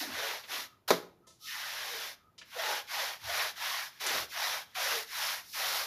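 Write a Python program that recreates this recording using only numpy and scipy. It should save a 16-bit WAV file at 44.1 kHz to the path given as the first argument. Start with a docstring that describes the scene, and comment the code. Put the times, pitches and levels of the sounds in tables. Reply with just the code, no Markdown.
"""A stiff push brush scrubs a wet, soapy rug on a hard floor in a washing room. It opens on quick
strokes over dull bumps: bristle tips flick across the pile, rasping lower the harder they bend, while
foam fizzes and wet tufts groan. A faint tone starts to come and go. Near 0.9 s the head is slapped
down; a light touch leads into one long, softer stroke. Set down again, the brush scrubs briskly back
and forth from 2.5 s to the end."""
import sys
import numpy as np
from scipy import signal
from scipy.fft import rfft, irfft
from scipy.io import wavfile

SR = 44100
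rng = np.random.default_rng(int(sys.argv[2]) if len(sys.argv) > 2 else 0)


def unload_audio(sound):
    """Save the sound as a 16-bit wav file, at the path given as the first command line argument."""
    columns = np.transpose(np.atleast_2d(sound))
    # keep every value between -1 and 1, then stretch to whole-number steps
    steps = np.round(np.clip(columns, -1, 1) * 32767)
    wavfile.write(sys.argv[1], SR, steps.astype(np.int16))


N = 258426
TIME = np.arange(N) / SR
FREQS = np.maximum(np.arange(N + 1) * SR / (2 * N), 1)


def from_db(db):
    """Decibels to gain."""
    return 10 ** (np.asarray(db) / 20)


def to_db(power):
    """Power to decibels."""
    return 10 * np.log10(power + 1e-14)


def rms_one(x):
    """Scale to unit power."""
    return x / np.sqrt(np.mean(x ** 2) + 1e-20)


def at_hz(points, hz):
    """Read a curve on a log-frequency axis."""
    points = np.array(points)
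    return np.interp(np.log(hz), np.log(points[:, 0]), points[:, 1])


def shaped(x, gain):
    """Equalise with a gain given at FREQS."""
    return irfft(rfft(x, 2 * N) * gain)[:N]


def coloured(x, spectrum):
    """Give x a tone colour, at unit power."""
    return rms_one(shaped(x, from_db(at_hz(spectrum, FREQS))))


def band(x, low_hz, high_hz, order=2):
    """Causal band-pass."""
    sos = signal.butter(order, [low_hz, min(high_hz, .45 * SR)], "band", fs=SR, output="sos")
    return signal.sosfilt(sos, x + 1e-18)


def drift(per_s):
    """A random wander at unit power, with about per_s turns a second."""
    knots = rng.standard_normal(4000)
    return rms_one(np.interp(TIME * per_s, np.arange(len(knots)), knots))


def flicks(per_s):
    """Random clicks of uneven size, at unit power."""
    return rms_one(rng.standard_normal(N) * (rng.random(N) < per_s / SR))


def ease(x):
    """Smooth fade from 0 to 1 as x goes from 0 to 1."""
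    return np.sin(np.pi / 2 * np.clip(x, 0, 1)) ** 2


def burst(start, rise, t60):
    """Envelope of a hit: quick attack, exponential decay."""
    age = np.maximum(TIME - start, 0)
    return (1 - np.exp(-age / rise)) * from_db(-60 * age / t60)


def brush_motion():
    """Each stroke speeds up and slows, bending the bristles; the loudest contact sets the colour."""
    # Pushes and pulls. Each row: start in seconds, length in seconds, rasp level in dB, bite (share of
    # full speed reached almost at once), attack, release and bending time in seconds, low edge of the
    # bent rasp in Hz, then rubbing and foam in dB relative to the rasp.
    strokes = [ (-0.195, 0.29, -34, 0.1, 0.09, 0.18, 0.035, 430, -7.5, -1),
               (0.051, 0.38, -35.5, 0.31, 0.24, 0.21, 0.032, 360, -11, -6),
               (0.463, 0.22, -37, 0, 0.084, 0.16, 0.004, 340, -32, -3.5),
               (1.381, 0.78, -40.5, 0.01, 0.13, 0.13, 0.22, 344, -19, -4.5),
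               (2.489, 0.35, -35, 0.06, 0.19, 0.12, 0.043, 382, -11, -6.5),
               (2.858, 0.33, -35, 0.07, 0.11, 0.2, 0.039, 466, -15.5, -5.5),
               (3.178, 0.36, -33, 0.02, 0.22, 0.14, 0.051, 423, -17, -5.5),
               (3.547, 0.37, -36, 0.22, 0.12, 0.2, 0.015, 607, -20, -4.5),
               (3.992, 0.28, -33, 0.55, 0.18, 0.13, 0.019, 312, -13, -4),
               (4.282, 0.37, -34, 0.2, 0.17, 0.2, 0.058, 455, -12.5, -5),
               (4.74, 0.32, -33.5, 0.42, 0.1, 0.15, 0.022, 406, -14.5, -3),
               (5.047, 0.388, -35, 0.06, 0.19, 0.19, 0.063, 525, -42, -2.5),
               (5.408, 0.15, -60, 0.2, 0.12, 0.041, 0.01, 1600, -28, 10),
               (5.518, 0.38, -35, 0.38, 0.1, 0.14, 0.036, 437, -14.5, -1.3)]
    # The head drags lightly as it turns round. Each row: start and end in seconds, rasp level in dB.
    on_rug = [(-0.1, 0.687, -56), (2.432, 4.687, -60), (4.641, 4.8, -65), (4.76, 5.486, -58.5)]
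    settle_s, bite_s = 0.068, 0.023
    drag_hz, straight_hz = 1000, 3500  # low edge of the rasp: light drag, unbent bristles
    firm_db, thinning = -35.5, 0.61  # strokes below firm lose body, in dB for each dB
    drag = sum(from_db(db) ** 2 * ease((TIME - down) / settle_s) * ease((up - TIME) / settle_s)
               for down, up, db in on_rug)
    rasp = drag + 1e-14
    fizz = drag * from_db(-3) ** 2
    rub, log_edge, body = 0, rasp * np.log(drag_hz), 0
    for start, length, db, bite, attack, release, bend_s, bent_hz, rub_db, fizz_db in strokes:
        age = np.maximum(TIME - start, 1 / SR)
        rising = bite * ease((TIME - start) / bite_s) + (1 - bite) * ease((TIME - start) / attack)
        speed = rising * ease((length - age) / release) ** 0.6  # stops short
        edge_hz = np.minimum(bent_hz * (1 + (bend_s / age) ** 1.84), straight_hz)
        lather_db = 2 * (np.minimum(age / length, 1) - .5)  # foam piles up over the stroke
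        power = (from_db(db) * speed) ** 2
        rasp += power
        rub += power * from_db(rub_db) ** 2
        fizz += (from_db(db + fizz_db + lather_db) * speed ** 0.88) ** 2  # follows speed more loosely
        log_edge += power * np.log(edge_hz)
        body += power * thinning * min(db - firm_db, 0)
    return to_db(rasp), to_db(rub), to_db(fizz), np.exp(log_edge / rasp), body / rasp


def bristles(level_db, edge_hz, body_db):
    """Tips flick free of the pile, tuft by tuft; bent bristles let the lower bands speak."""
    # Colour of the rasp. Each row: frequency in Hz, level in dB.
    rasp_colour = [(200, -1), (450, -8.5), (700, -2), (950, -0.5), (1250, -1.5), (1900, 1.63), (2750, -3.5),
                   (3700, -2), (4700, -8), (5600, -6), (7000, -17.5), (14000, -37)]
    body_hz, patchy_db, judder_db = 1070, 1.5, 0.35
    sources = [coloured(flicks(per_s=8000), rasp_colour) for _ in range(2)]
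    edges = np.geomspace(200, 15000, 25)
    out = 0
    for k, (low, high) in enumerate(zip(edges, edges[1:])):
        hz = np.sqrt(low * high)
        low_shelf_db = body_db / (1 + (hz / body_hz) ** 4)
        tufts = band(sources[k % 2], low, high, order=4) * from_db(patchy_db * drift(45) + low_shelf_db)
        out += tufts / np.sqrt(1 + (edge_hz / hz) ** 10.5)  # steep, moving low cut
    # the whole head judders a little as it drags
    return rms_one(out) * from_db(level_db + judder_db * drift(82))


def resonate(x, hz, t60):
    """A click sets a sine ringing; nothing passes far below its pitch."""
    decay, step = from_db(-60 / (t60 * SR)), 2 * np.pi * hz / SR
    ring = signal.lfilter([0, np.sin(step)], [1, -2 * decay * np.cos(step), decay * decay], x + 1e-18)
    return signal.sosfilt(signal.butter(4, .75 * hz, "high", fs=SR, output="sos"), ring)


def rubbing(level_db, edge_hz):
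    """Wet tufts stick and slip, ringing briefly just above the low edge of the rasp."""
    centre_hz, width_octaves, slips_per_s, t60 = 1.49 * edge_hz, 0.45, 14, .11
    out, power = 0, 1
    for hz in np.geomspace(260, 1900, 30):
        share = np.exp(-(np.log2(hz / centre_hz) / width_octaves) ** 2)
        slips = np.sign(flicks(slips_per_s)) * share
        out += resonate(slips, hz, t60)
        power += share ** 2
    slip_power = slips_per_s * t60 / (4 * np.log(1000))  # each slip is one decaying sine
    return from_db(level_db) * out / np.sqrt(power * slip_power)


def foam(level_db):
    """Tiny bubbles burst under the bristles."""
    # Colour of the fizz. Each row: frequency in Hz, level in dB.
    fizz_colour = [(2500, -19), (4000, 2), (4800, 2.5), (5600, 3), (7000, -4.5), (9200, -6.5), (10300, -2),
                   (12000, -4), (14000, 0), (16000, -5.5)]
    return from_db(level_db) * coloured(flicks(per_s=18000), fizz_colour)


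def room_air():
    """Still air lays a low, quiet bed under the scene."""
    # Colour of the air. Each row: frequency in Hz, level in dB.
    air_colour = [(25, -21.5), (50, -4), (90, 2), (150, 0), (330, -4.5), (600, -11), (1000, -12.5),
                  (2000, -21), (4000, -26), (8000, -30.5), (14000, -26)]
    return from_db(-71) * coloured(rng.standard_normal(N), air_colour)


def contacts(rows, width_ratio, rise):
    """Each contact is a short noise burst in a band around its own pitch."""
    out, age = np.zeros(N + SR), TIME[:SR // 2]
    for start, db, hz, t60, *_ in rows:
        at = round(start * SR)
        noise = rms_one(band(rng.standard_normal(len(age)), hz / width_ratio, hz * width_ratio))
        out[at:at + len(age)] += noise * (1 - np.exp(-age / rise)) * from_db(db - 60 * age / t60)
    return out[:N]


def thuds():
    """Dull, soft-edged bumps on the floor."""
    # Each row: start in seconds, level in dB, centre in Hz, 60 dB decay time in seconds.
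    bumps = [(0.005, -45.5, 294, 0.32), (0.072, -44.5, 280, 0.29), (0.105, -55.5, 96, 0.39),
             (0.575, -59, 290, 0.37), (1.2, -62, 380, 0.18), (3.215, -49.5, 84.5, .45),
             (4.13, -49.5, 88, 0.48), (4.145, -51, 216, 0.24), (4.195, -59, 72, 0.19)]
    return contacts(bumps, width_ratio=1.25, rise=0.0051)


def groans():
    """Tufts catch together in short rubbery groans, each on a wavering, sinking pitch."""
    # Each row: peak time in seconds, level in dB, pitch in Hz, half-length in seconds.
    catches = [(0.264, -49, 474, 0.027), (1.95, -47.5, 459, 0.069), (2.57, -37.5, 485, 0.011),
               (2.602, -35, 656, 0.027), (2.688, -37, 890, 0.11), (2.973, -40, 818, 0.013),
               (3.032, -40, 545, 0.019), (3.305, -37, 679, 0.03), (4.37, -43.5, 714, 0.019),
               (4.782, -38, 744, 0.025), (4.96, -40, 458, 0.046)]
    waver, fall_per_s = 0.0492, 0.65  # as shares of the pitch
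    wavering_time = np.cumsum(1 + waver * drift(220)) / SR
    out = np.zeros(N)
    for peak, db, hz, half_length in catches:
        near = np.abs(TIME - peak) < 2 * half_length
        offset = TIME[near] - peak
        phase = 2 * np.pi * hz * (wavering_time[near] - fall_per_s * offset ** 2 / 2)
        out[near] += from_db(db) * np.exp(-2 * (offset / half_length) ** 2) * np.sin(phase)
    return out


def head_ring(start, db_per_octave, rise):
    """Head and handle ring, a little differently at each blow; the tilt favours the upper modes."""
    # Each row: pitch in Hz, relative level in dB, 60 dB decay time in seconds.
    modes = [(177, -8.5, .25), (264, -10.5, 0.17), (338, -9.5, .19), (368, -9.5, 0.13), (431, -9, 0.13),
             (502, -4.5, 0.14), (554, -9, 0.18), (649, -4.5, 0.13), (923, -11, 0.12), (1019, -3, 0.08),
             (1302, -5, 0.093), (1770, -11.5, 0.076), (2070, -16.5, 0.099), (3140, -27, 0.15),
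             (3540, -25, .2), (3900, -26.5, 0.22)]
    age = np.maximum(TIME - start, 0)[:round((start + .5) * SR)]
    out = np.zeros(N)
    for k, (hz, db, t60) in enumerate(modes):
        struck_db = db + db_per_octave * np.log2(hz / 1000) + rng.normal(0, 1.5)
        envelope = from_db(struck_db - 60 * age / t60) * (1 - np.exp(-age / rise))
        out[:len(age)] += (-1) ** k * envelope * np.sin(2 * np.pi * hz * age)
    return out


def taps():
    """Bristles rustle and cushion the head, which rings softly as it is set down."""
    # Each row: start in seconds, rustle level in dB, its centre in Hz, its 60 dB decay time in seconds,
    # gain of the head's ring in dB.
    touches = [(0.436, -43, 2490, .08, -50.5), (1.268, -56, 5660, 0.41, -50), (1.301, -65, 3500, 0.14, -54),
               (2.379, -46.5, 3900, 0.18, -53.5), (2.413, -43, 2100, 0.1, -52.5),
               (4.002, -48, 2500, .1, -52), (4.063, -28.5, 5960, 0.11, -39),
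               (4.751, -34.5, 2130, 0.072, -53)]
    ring = sum(from_db(ring_db) * head_ring(start, db_per_octave=6, rise=0.011)
               for start, *_, ring_db in touches)
    return contacts(touches, width_ratio=1.58, rise=0.0028) + ring


def faint_tone():
    """A narrow, fluttering whistle swells now and then in the background."""
    # Each row: peak time in seconds, level in dB, half-length in seconds.
    swells = [(0.715, -65.5, 0.089), (1.253, -69, 0.036), (1.468, -55, 0.052), (2.25, -69, 0.1)]
    pitch_hz, flutter_hz = 1268, 45
    envelope = sum(from_db(db) * np.exp(-2 * ((TIME - peak) / half_length) ** 2)
                   for peak, db, half_length in swells)
    return envelope * rms_one(band(rng.standard_normal(N), pitch_hz - flutter_hz, pitch_hz + flutter_hz))


def slap():
    """Wet bristles land first and buckle; then the block smacks the floor, rattles and rings."""
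    # Two moments in seconds: the bristles touch, the block lands.
    landing = (0.877, 0.9055)
    # Colour of the landing bristles. Each row: frequency in Hz, level in dB.
    splat_colour = [(120, -42.5), (200, -21.5), (380, -8.5), (1230, 1.5), (2300, -7.5), (4100, -2),
                    (6400, -8.5), (8100, -15.5), (10300, -13), (14000, -8.5)]
    # Colour of the block's smack. Each row: frequency in Hz, level in dB.
    smack_colour = [(40, -60.5), (85, -28.5), (165, -7), (260, -7.5), (420, -3), (700, -7), (950, -8.5),
                    (1250, -8), (2100, -10.5), (2650, -24), (3700, -13), (6000, -20.5), (8200, -30),
                    (13000, -25.5), (15000, -32)]
    touch, land = landing
    splat = coloured(flicks(per_s=28000), splat_colour) * burst(touch, rise=0.006, t60=0.28)
    # a minimum-phase pulse carries the smack's colour and keeps its attack sharp
    cepstrum = irfft(np.log(from_db(at_hz(smack_colour, FREQS))))[:N] * np.where(TIME > 0, 2, 1)
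    pulse = irfft(np.exp(rfft(cepstrum, 2 * N)))[:N // 50]
    pulse /= np.abs(pulse).max()
    click = (np.arange(N) == round(land * SR)) * 1.0
    snap = burst(land, rise=0.00024, t60=0.028)
    settle = from_db(-6) * burst(land, rise=0.0025, t60=0.17)
    rattle = flicks(per_s=9000) * (snap + settle)
    smack = signal.fftconvolve(from_db(-11.5) * click + from_db(-25.5) * rattle, pulse)[:N]
    ring = head_ring(land, db_per_octave=1.0, rise=0.0008)
    return from_db(-26.5) * splat - smack + from_db(-21.5) * ring


def room(x, wet_db, first_echo_s):
    """A diffuse tail from hard walls, dying sooner in the treble."""
    # Each row: frequency in Hz, 60 dB decay time in seconds.
    decay_times = [(100, 0.65), (300, 0.45), (1000, 0.38), (4000, .33), (8000, 0.3), (14000, 0.29)]
    age = TIME[:SR // 2]
    edges = np.geomspace(50, 16000, 9)
    tail = 0
    for low, high in zip(edges, edges[1:]):
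        t60 = at_hz(decay_times, np.sqrt(low * high))
        tail += band(rng.standard_normal(len(age)), low, high) * from_db(-60 * age / t60)
    tail *= age > first_echo_s
    return x + from_db(wet_db) * signal.fftconvolve(x, tail / np.sqrt(np.sum(tail ** 2)))[:N]


def scene():
    """Brush, bumps and room, heard from one point."""
    rasp_db, rub_db, fizz_db, edge_hz, body_db = brush_motion()
    rasp = bristles(rasp_db - 0.6, edge_hz, body_db)
    scrub = rasp + rubbing(rub_db, edge_hz) + foam(fizz_db) + groans()
    knocks = slap() + taps() + thuds()
    air = room_air()
    mono = room(scrub + knocks, wet_db=-14.5, first_echo_s=0.0044) + faint_tone() + air
    return np.array([mono, mono])


def record(dry):
    """The microphone port cancels one narrow treble band; the top is cut."""
    notch_hz, cutoff_hz = 8270, 14330
    notch = signal.iirnotch(notch_hz, Q=8.0, fs=SR)
    high_cut = 1 / np.sqrt(1 + (FREQS / cutoff_hz) ** 400)
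    return np.array([shaped(signal.lfilter(*notch, side), high_cut) for side in dry])


dry = scene()
out = record(dry)
unload_audio(out)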